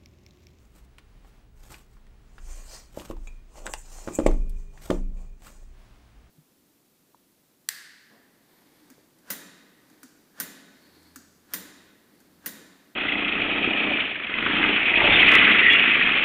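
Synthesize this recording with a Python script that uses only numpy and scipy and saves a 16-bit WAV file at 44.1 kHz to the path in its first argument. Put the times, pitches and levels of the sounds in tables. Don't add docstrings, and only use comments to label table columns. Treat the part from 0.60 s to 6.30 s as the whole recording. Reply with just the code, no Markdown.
import sys
import numpy as np
from scipy import signal
from scipy.fft import rfft, irfft
from scipy.io import wavfile
from scipy.ndimage import uniform_filter1d

SR = 44100
rng = np.random.default_rng(int(sys.argv[2]) if len(sys.argv) > 2 else 0)


def put_to_file(sound):
    columns = np.atleast_2d(sound).T
    safe = np.clip(columns, -1, 1)
    whole_steps = np.round(safe * 32767)
    wavfile.write(sys.argv[1], SR, whole_steps.astype(np.int16))


N = 251370
TIME = np.arange(N) / SR
FLICK_SHAPE, PUSH_SHAPE = 1.29, 1.16


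# peak_s, level_db, pitch_hz, ring_re_level_db (lower while a hand holds the bowl)
KNOCKS = [(2.375, -20.5, 520, -.5), (2.5025, -22, 410, -8), (2.5115, -26.5, 380, -2),
          (3.059, -28, 670, -17), (3.4757, -20.5, 482, 6), (3.4848, -21, 394, -4), (3.589, -8.5, 420, -6),
          (3.5926, -13, 395, -15), (3.6017, -18, 401, 8.5), (3.6640, -1, 468, -7), (4.3025, -10.5, 330, -2),
          (4.3134, -8.5, 464, 0)]
# pitch_hz, level_db, t60_s
BOWL_MODES = [(141.67, -43, 4.56), (189, -33.5, 0.75), (257, -26.5, 0.12), (308.4, -27.5, .33),
              (360, -29.5, 0.22), (402, -50, 2.36), (459, -47.5, .25), (542, -36.5, 0.12),
              (679, -30.5, 0.22)]
# delay_s, gain_db
ECHOES = [(.0034, -11), (.0068, -26), (0.0164, -17.5), (.026, -39.5)]

def knocks(width_cycles=0.34):
    t = TIME[:SR // 50] - 0.01
    air, blows = np.zeros((2, N))
    for peak_s, level_db, pitch_hz, ring_db in KNOCKS:
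        cycles = pitch_hz * t
        envelope = np.exp(-(cycles / 2) ** 2) / np.sqrt(np.cosh(2 * cycles / width_cycles))
        add(air, peak_s + t[0], amp(level_db) * envelope * np.cos(2 * np.pi * cycles))
        add(blows, peak_s, amp([level_db + ring_db]))
    out = air + signal.fftconvolve(blows, ring(BOWL_MODES))[:N]
    for delay_s, gain_db in ECHOES:
        add(out, delay_s, amp(gain_db) * air)
    return out


# start_s, level_db, pitch_hz, fizz_re_pop_db
SMACKS = [(0.3837, -36, 2430, -6), (.647, -50.5, 850, -14), (1.103, -46, 1470, -6),
          (1.143, -29.5, 2440, -16), (1.368, -56, 1060, -17), (1.467, -60, 1700, 4),
          (1.782, -35, 1500, -32.5), (2.349, -51, 892, -6), (2.3981, -29.5, 2930, -18.5),
          (2.424, -48, 1100, -14), (2.5111, -29, 1080, -14), (2.567, -44.5, 900, -8), (2.672, -46, 800, -3),
          (2.956, -43, 850, -27), (3.0663, -21.5, 1590, -1.5), (3.074, -24, 1550, -20),
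          (3.1374, -21.5, 2740, 2.5), (3.1387, -22, 890, -26), (3.386, -38.5, 742, -7.5),
          (3.4766, -26, 1530, -20.5), (3.4862, -25.5, 1190, -30), (3.589, -26, 1620, -7),
          (3.6001, -25, 1150, -20), (3.6647, -19, 1140, -12), (3.6654, -14, 2140, -26),
          (3.714, -38, 1300, 1), (3.895, -39, 11060, -23), (4.176, -40.5, 1810, -24),
          (4.3029, -17, 1170, -14), (4.306, -22.5, 3220, -5), (4.821, -48, 695, 0.5),
          (4.869, -35.5, 1300, -6), (5.027, -55.5, 580, -10)]

def smacks(pop_cycles=1.77, fizz_s=0.00092, close_s=0.001, squelch_s=0.0064, even_db=-57.5):
    t, out = TIME[:SR // 10], np.zeros(N)
    fizz_spectrum = [(500, 5), (2500, 5), (4500, -3.5), (8000, 4), (10000, -10.5), (16000, -19)]
    for start_s, level_db, hz, fizz_db in SMACKS:
        pop = np.sin(2 * np.pi * hz * t) * np.exp(-t * hz / pop_cycles)
        fizz = colour(rng.standard_normal(len(t)), fizz_spectrum) * np.exp(-t / fizz_s)
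        squelch_spectrum = [(hz / 2, -2), (hz, 0), (hz * 2, -6), (hz * 8, -27)]
        squelch = colour(rng.standard_normal(len(t)), squelch_spectrum)
        squelch *= np.exp(-t / squelch_s) * (1 - np.exp(-t / close_s))
        squelch_db = (level_db + even_db) / 2
        smack = amp(level_db) * (pop + amp(fizz_db) * fizz) + amp(squelch_db) * squelch
        low_cut = signal.butter(2, 0.28 * hz, "high", fs=SR)
        add(out, start_s, signal.lfilter(*low_cut, smack))
    return out


# peak_s, hiss_db, swell_s, drag_db
PUSHES = [(1.904, -56.5, 0.046, -58.5), (1.986, -54.5, 0.12, -62), (2.145, -46, 0.059, -55.5),
          (2.393, -65, 0.026, -46), (2.665, -66, 0.075, -68), (2.981, -54, 0.038, -49),
          (3.075, -62, .03, -42.5), (3.355, -51.5, .105, -61.5), (3.515, -56, 0.14, -51.5),
          (3.685, -58.5, 0.061, -44.5), (3.995, -67, 0.061, -73.5), (4.171, -66, 0.049, -61.5),
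          (4.321, -53.5, 0.053, -49), (4.61, -66, 0.058, -60.5), (4.955, -62.5, 0.095, -67)]
# freq_hz, gain_db
SCRUB_SPECTRUM = [(300, -22), (1200, -3.5), (3300, -8), (3900, -8.5), (5900, -7), (7500, -10.5),
                  (8600, -10), (9900, -23.5), (12500, -22.5), (16000, -29.5)]
# peak_s, level_db, swell_s
SLIPS = [(3.060, -42.5, 0.0042), (3.12, -45, 0.031), (3.187, -45, 0.018), (3.552, -36.5, 0.013),
         (3.587, -49.5, .026), (3.667, -30, 0.0028)]
# freq_hz, gain_db
SQUEAK_SPECTRUM = [(1000, -35), (4800, -33.5), (5800, -11), (6700, -6), (7700, 0), (8700, -6.5),
                   (10000, -20), (16000, -24.5)]

def scrubbing(light_edge_hz=6000, flat_db=-44, leak_db=-9, judder_gain_db=0.85):
    grind = colour(grains(per_s=7000, spread_db=-1.5), SCRUB_SPECTRUM)
    out = strokes(SLIPS, FLICK_SHAPE) * colour(grains(per_s=7000, spread_db=6), SQUEAK_SPECTRUM)
    for peak_s, hiss_db, swell_s, _ in PUSHES:
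        edge_hz = light_edge_hz / (1 + amp(hiss_db - flat_db) ** 3)
        hiss = signal.sosfilt(signal.butter(8, edge_hz, "high", fs=SR, output="sos"), grind)
        rub = unit(hiss + amp(leak_db) * grind[::-1])
        out += strokes([(peak_s, hiss_db, swell_s)], PUSH_SHAPE) * rub
    return bowl_wall(patchy(out) * flicker(judder_gain_db, width_hz=70))


def bowl_wall(friction, t60_s=0.043, power_share=0.17, mode_count=260):
    t = TIME[:SR // 5]
    position, phase = rng.random((2, mode_count, 1))
    mode_hz = 1000 + 15000 * position
    shell = np.cos(2 * np.pi * (mode_hz * t + phase)).sum(0) * decay(t, t60_s)
    return np.sqrt(1 - power_share) * friction + np.sqrt(power_share) * resonate(friction, shell)


# peak_s, level_db, swell_s
BRUSHES = [(.025, -68.5, 0.085), (.17, -60, 0.036), (.245, -69, .014), (.685, -65.5, .025),
           (1.06, -57, 0.062), (1.122, -47, .017), (1.165, -54.5, 0.05), (1.335, -69.5, 0.058),
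           (2.395, -48, 0.041), (2.455, -44.5, 0.0086), (2.498, -49.5, 0.021), (4.252, -50, 0.042),
           (4.872, -49.5, 0.037)]
# freq_hz, gain_db
SKIN_SPECTRUM = [(100, 11.5), (500, 7), (1400, 4.5), (2800, 0), (4500, -1.5), (6000, -1), (8200, 2),
                 (10000, -7.5), (13000, -2), (16000, -12)]
# freq_hz, gain_db
DOUGH_SPECTRUM = [(100, -17), (300, 4.5), (600, 8.5), (1100, 0.5), (1700, -17.5), (3000, -10), (6000, -35)]

def hands(drag_envelope):
    brush = strokes(BRUSHES, FLICK_SHAPE) * colour(grains(per_s=7000, spread_db=3.5), SKIN_SPECTRUM)
    drag = drag_envelope * colour(grains(per_s=3900, spread_db=3), DOUGH_SPECTRUM)
    return patchy(brush + drag) * flicker(depth_db=2, width_hz=110)


def tack(drag_envelope, gain_db=-13):
    t, pockets = TIME[:SR // 100], np.zeros(N)
    for hz in (700, 1150, 1900):
        pop = np.sin(2 * np.pi * hz * t) * np.exp(-t * hz / 2)
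        pockets += np.convolve(grains(per_s=16, spread_db=8), pop)[:N]
    return amp(gain_db) * (drag_envelope + strokes(BRUSHES, FLICK_SHAPE)) * unit(pockets)


# pitch_hz, level_db, t60_s
RIM_MODES = [(2370, -8.5, 0.47), (2430, -7.5, 0.75), (2554, -10.5, 0.5), (3370, -16, 0.13),
             (3800, -17.5, .12), (6570, -10.5, 0.16), (6950, -14.5, 0.13), (7570, -24.5, .2),
             (7400, -12, 0.13)]
# start_s, level_db, t60_factor (small under a hand)
RIM_PINGS = [(2.673, -47.5, 0.5), (3.52, -50, 2.1), (3.662, -60, 2.1), (4.305, -57.5, 0.9),
             (4.57, -68, 1.6)]

def rim(scrub, rub_db=-25):
    out = amp(rub_db) * resonate(scrub, ring(RIM_MODES))
    for start_s, level_db, t60_factor in RIM_PINGS:
        add(out, start_s, amp(level_db) * ring(RIM_MODES, t60_factor))
    return out * flicker(depth_db=4.5, width_hz=40)


# start_s, level_db
LEANS = [(.92, -51.5), (1.32, -50.5), (1.775, -37), (2.48, -35.5), (2.97, -41.5), (3.22, -43.5),
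         (3.62, -20), (4.31, -27), (4.939, -44)]

def sway(rock_hz=27.8, build_s=0.1, waver=0.03, shudder_db=-10):
    power = np.zeros(N)
    for start_s, level_db in LEANS:
        age = np.maximum(TIME - start_s, 0) / build_s
        power += (amp(level_db) * age * np.exp(1 - age)) ** 2
    cycles = np.cumsum(rock_hz * (1 + waver * band(0, 4))) / SR
    rocking = np.sqrt(2) * np.sin(2 * np.pi * cycles)
    return np.sqrt(power) * (rocking + amp(shudder_db) * band(37, 30))


# freq_hz, t60_s
ROOM_DECAY = [(150, 0.6), (500, 0.2), (2000, 0.25), (10000, 0.056)]

def kitchen(x, build_s=0.0029):
    reflections = rng.standard_normal(SR // 2) * np.minimum(TIME[:SR // 2] / build_s, 1)
    hz, t, bins = signal.stft(reflections, SR, nperseg=256)
    bins = bins * decay(t, log_interp(ROOM_DECAY, hz)[:, None])
    return resonate(x, signal.istft(bins, SR, nperseg=256)[1])


# freq_hz, gain_db
AIR_SPECTRUM = [(15, -63.5), (25, 4.5), (44, 4.5), (77, -16.5), (118, -4), (154, -13.5), (186, -10.5),
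                (354, -17.5), (415, -15.5), (450, -19), (529, -23), (655, -21.5), (769, -23), (2630, -29.5),
                (15000, -46.5)]
# time_s, gain_db
HISS_CURVE = [(0, -4), (.78, 1.5), (.92, -6), (1.7, -0.5), (2.8, -1.5), (4.77, -5.5), (5.08, -3),
              (5.2, 4.5), (5.7, 1)]
# centre_hz, width_hz, level_db
HUM_BANDS = [(57.8, 9.5, -59), (114, 6.1, -73.5)]

def background(air_db=-55, split_hz=500, whine_hz=15625, whine_db=-86):
    air = amp(air_db) * colour(rng.standard_normal(N), AIR_SPECTRUM)
    rumble = signal.sosfiltfilt(signal.butter(2, split_hz, fs=SR, output="sos"), air)
    hiss = (air - rumble) * amp(np.interp(TIME, *np.transpose(HISS_CURVE)))
    hum = sum(amp(db) * band(hz, width_hz) for hz, width_hz, db in HUM_BANDS)
    whine = amp(whine_db) * np.sqrt(2) * np.sin(2 * np.pi * whine_hz * TIME)
    return rumble + hiss + hum + whine


def grains(per_s, spread_db):
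    size = amp(spread_db * np.minimum(rng.exponential(1, N), 4))
    return unit(size * rng.choice([-1, 1], N) * (rng.random(N) < per_s / SR))


def strokes(rows, shape, fall_ratio=1.01):
    power = np.zeros(N)
    for peak_s, level_db, swell_s in rows:
        t = np.arange(-min(7 * swell_s, peak_s), 7 * swell_s, 1 / SR)
        distance = np.maximum(-t, t / fall_ratio) / swell_s
        add(power, peak_s + t[0], (amp(level_db) * np.exp(-distance ** shape)) ** 2)
    return np.sqrt(power)


def patchy(x, depth_db=2, span_frames=9, span_bins=4):
    bins = signal.stft(x, nperseg=512, noverlap=384)[2]
    patches = uniform_filter1d(rng.standard_normal(bins.T.shape), span_frames, axis=0)
    patches = unit(uniform_filter1d(patches, span_bins, axis=1))
    return signal.istft(bins * unit(amp(depth_db * patches.T)), nperseg=512, noverlap=384)[1][:N]


def flicker(depth_db, width_hz):
    return amp(depth_db * band(0, width_hz))


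def band(centre_hz, width_hz):
    bell = np.exp(-((np.fft.rfftfreq(N, 1 / SR) - centre_hz) / width_hz) ** 2)
    return unit(irfft(rfft(rng.standard_normal(N)) * bell, N))


def colour(x, spectrum):
    gain = amp(log_interp(spectrum, np.fft.rfftfreq(len(x), 1 / SR)))
    return unit(irfft(rfft(x) * gain, len(x)))


def ring(modes, t60_factor=1):
    t = TIME[:SR]
    return sum(amp(db) * decay(t, t60_s * t60_factor) * np.sin(2 * np.pi * hz * t)
               for hz, db, t60_s in modes)


def resonate(x, response):
    return signal.fftconvolve(x, response / np.linalg.norm(response))[:N]


def decay(t, t60_s):
    return np.exp(-np.log(1000) * t / t60_s)


def log_interp(points, hz):
    freq_hz, values = np.transpose(points)
    return np.interp(np.log(hz + 1), np.log(freq_hz + 1), values)


def add(mix, start_s, sound):
    part = mix[max(round(start_s * SR), 0):][:len(sound)]
    part += sound[:len(part)]


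def amp(db):
    return 10 ** (np.asarray(db) / 20)


def unit(x):
    return x / np.sqrt(np.mean(x ** 2) + 1e-20)


def scene(knock_room_db=-12, hand_room_db=-14):
    thuds, scrub = knocks(), scrubbing()
    drags = [(peak_s, drag_db, swell_s) for peak_s, _, swell_s, drag_db in PUSHES]
    drag_envelope = strokes(drags, PUSH_SHAPE)
    kneading = smacks() + scrub + hands(drag_envelope) + rim(scrub) + tack(drag_envelope)
    room = kitchen(amp(knock_room_db) * thuds + amp(hand_room_db) * kneading)
    return (thuds + kneading + room + sway() + background())[None]


def record(dry, cutoff_hz=15800):
    low_pass = signal.firwin(1023, cutoff_hz, window=("kaiser", 9), fs=SR)
    return signal.oaconvolve(dry, low_pass[None], "same")


dry = scene()
out = record(dry)
put_to_file(out)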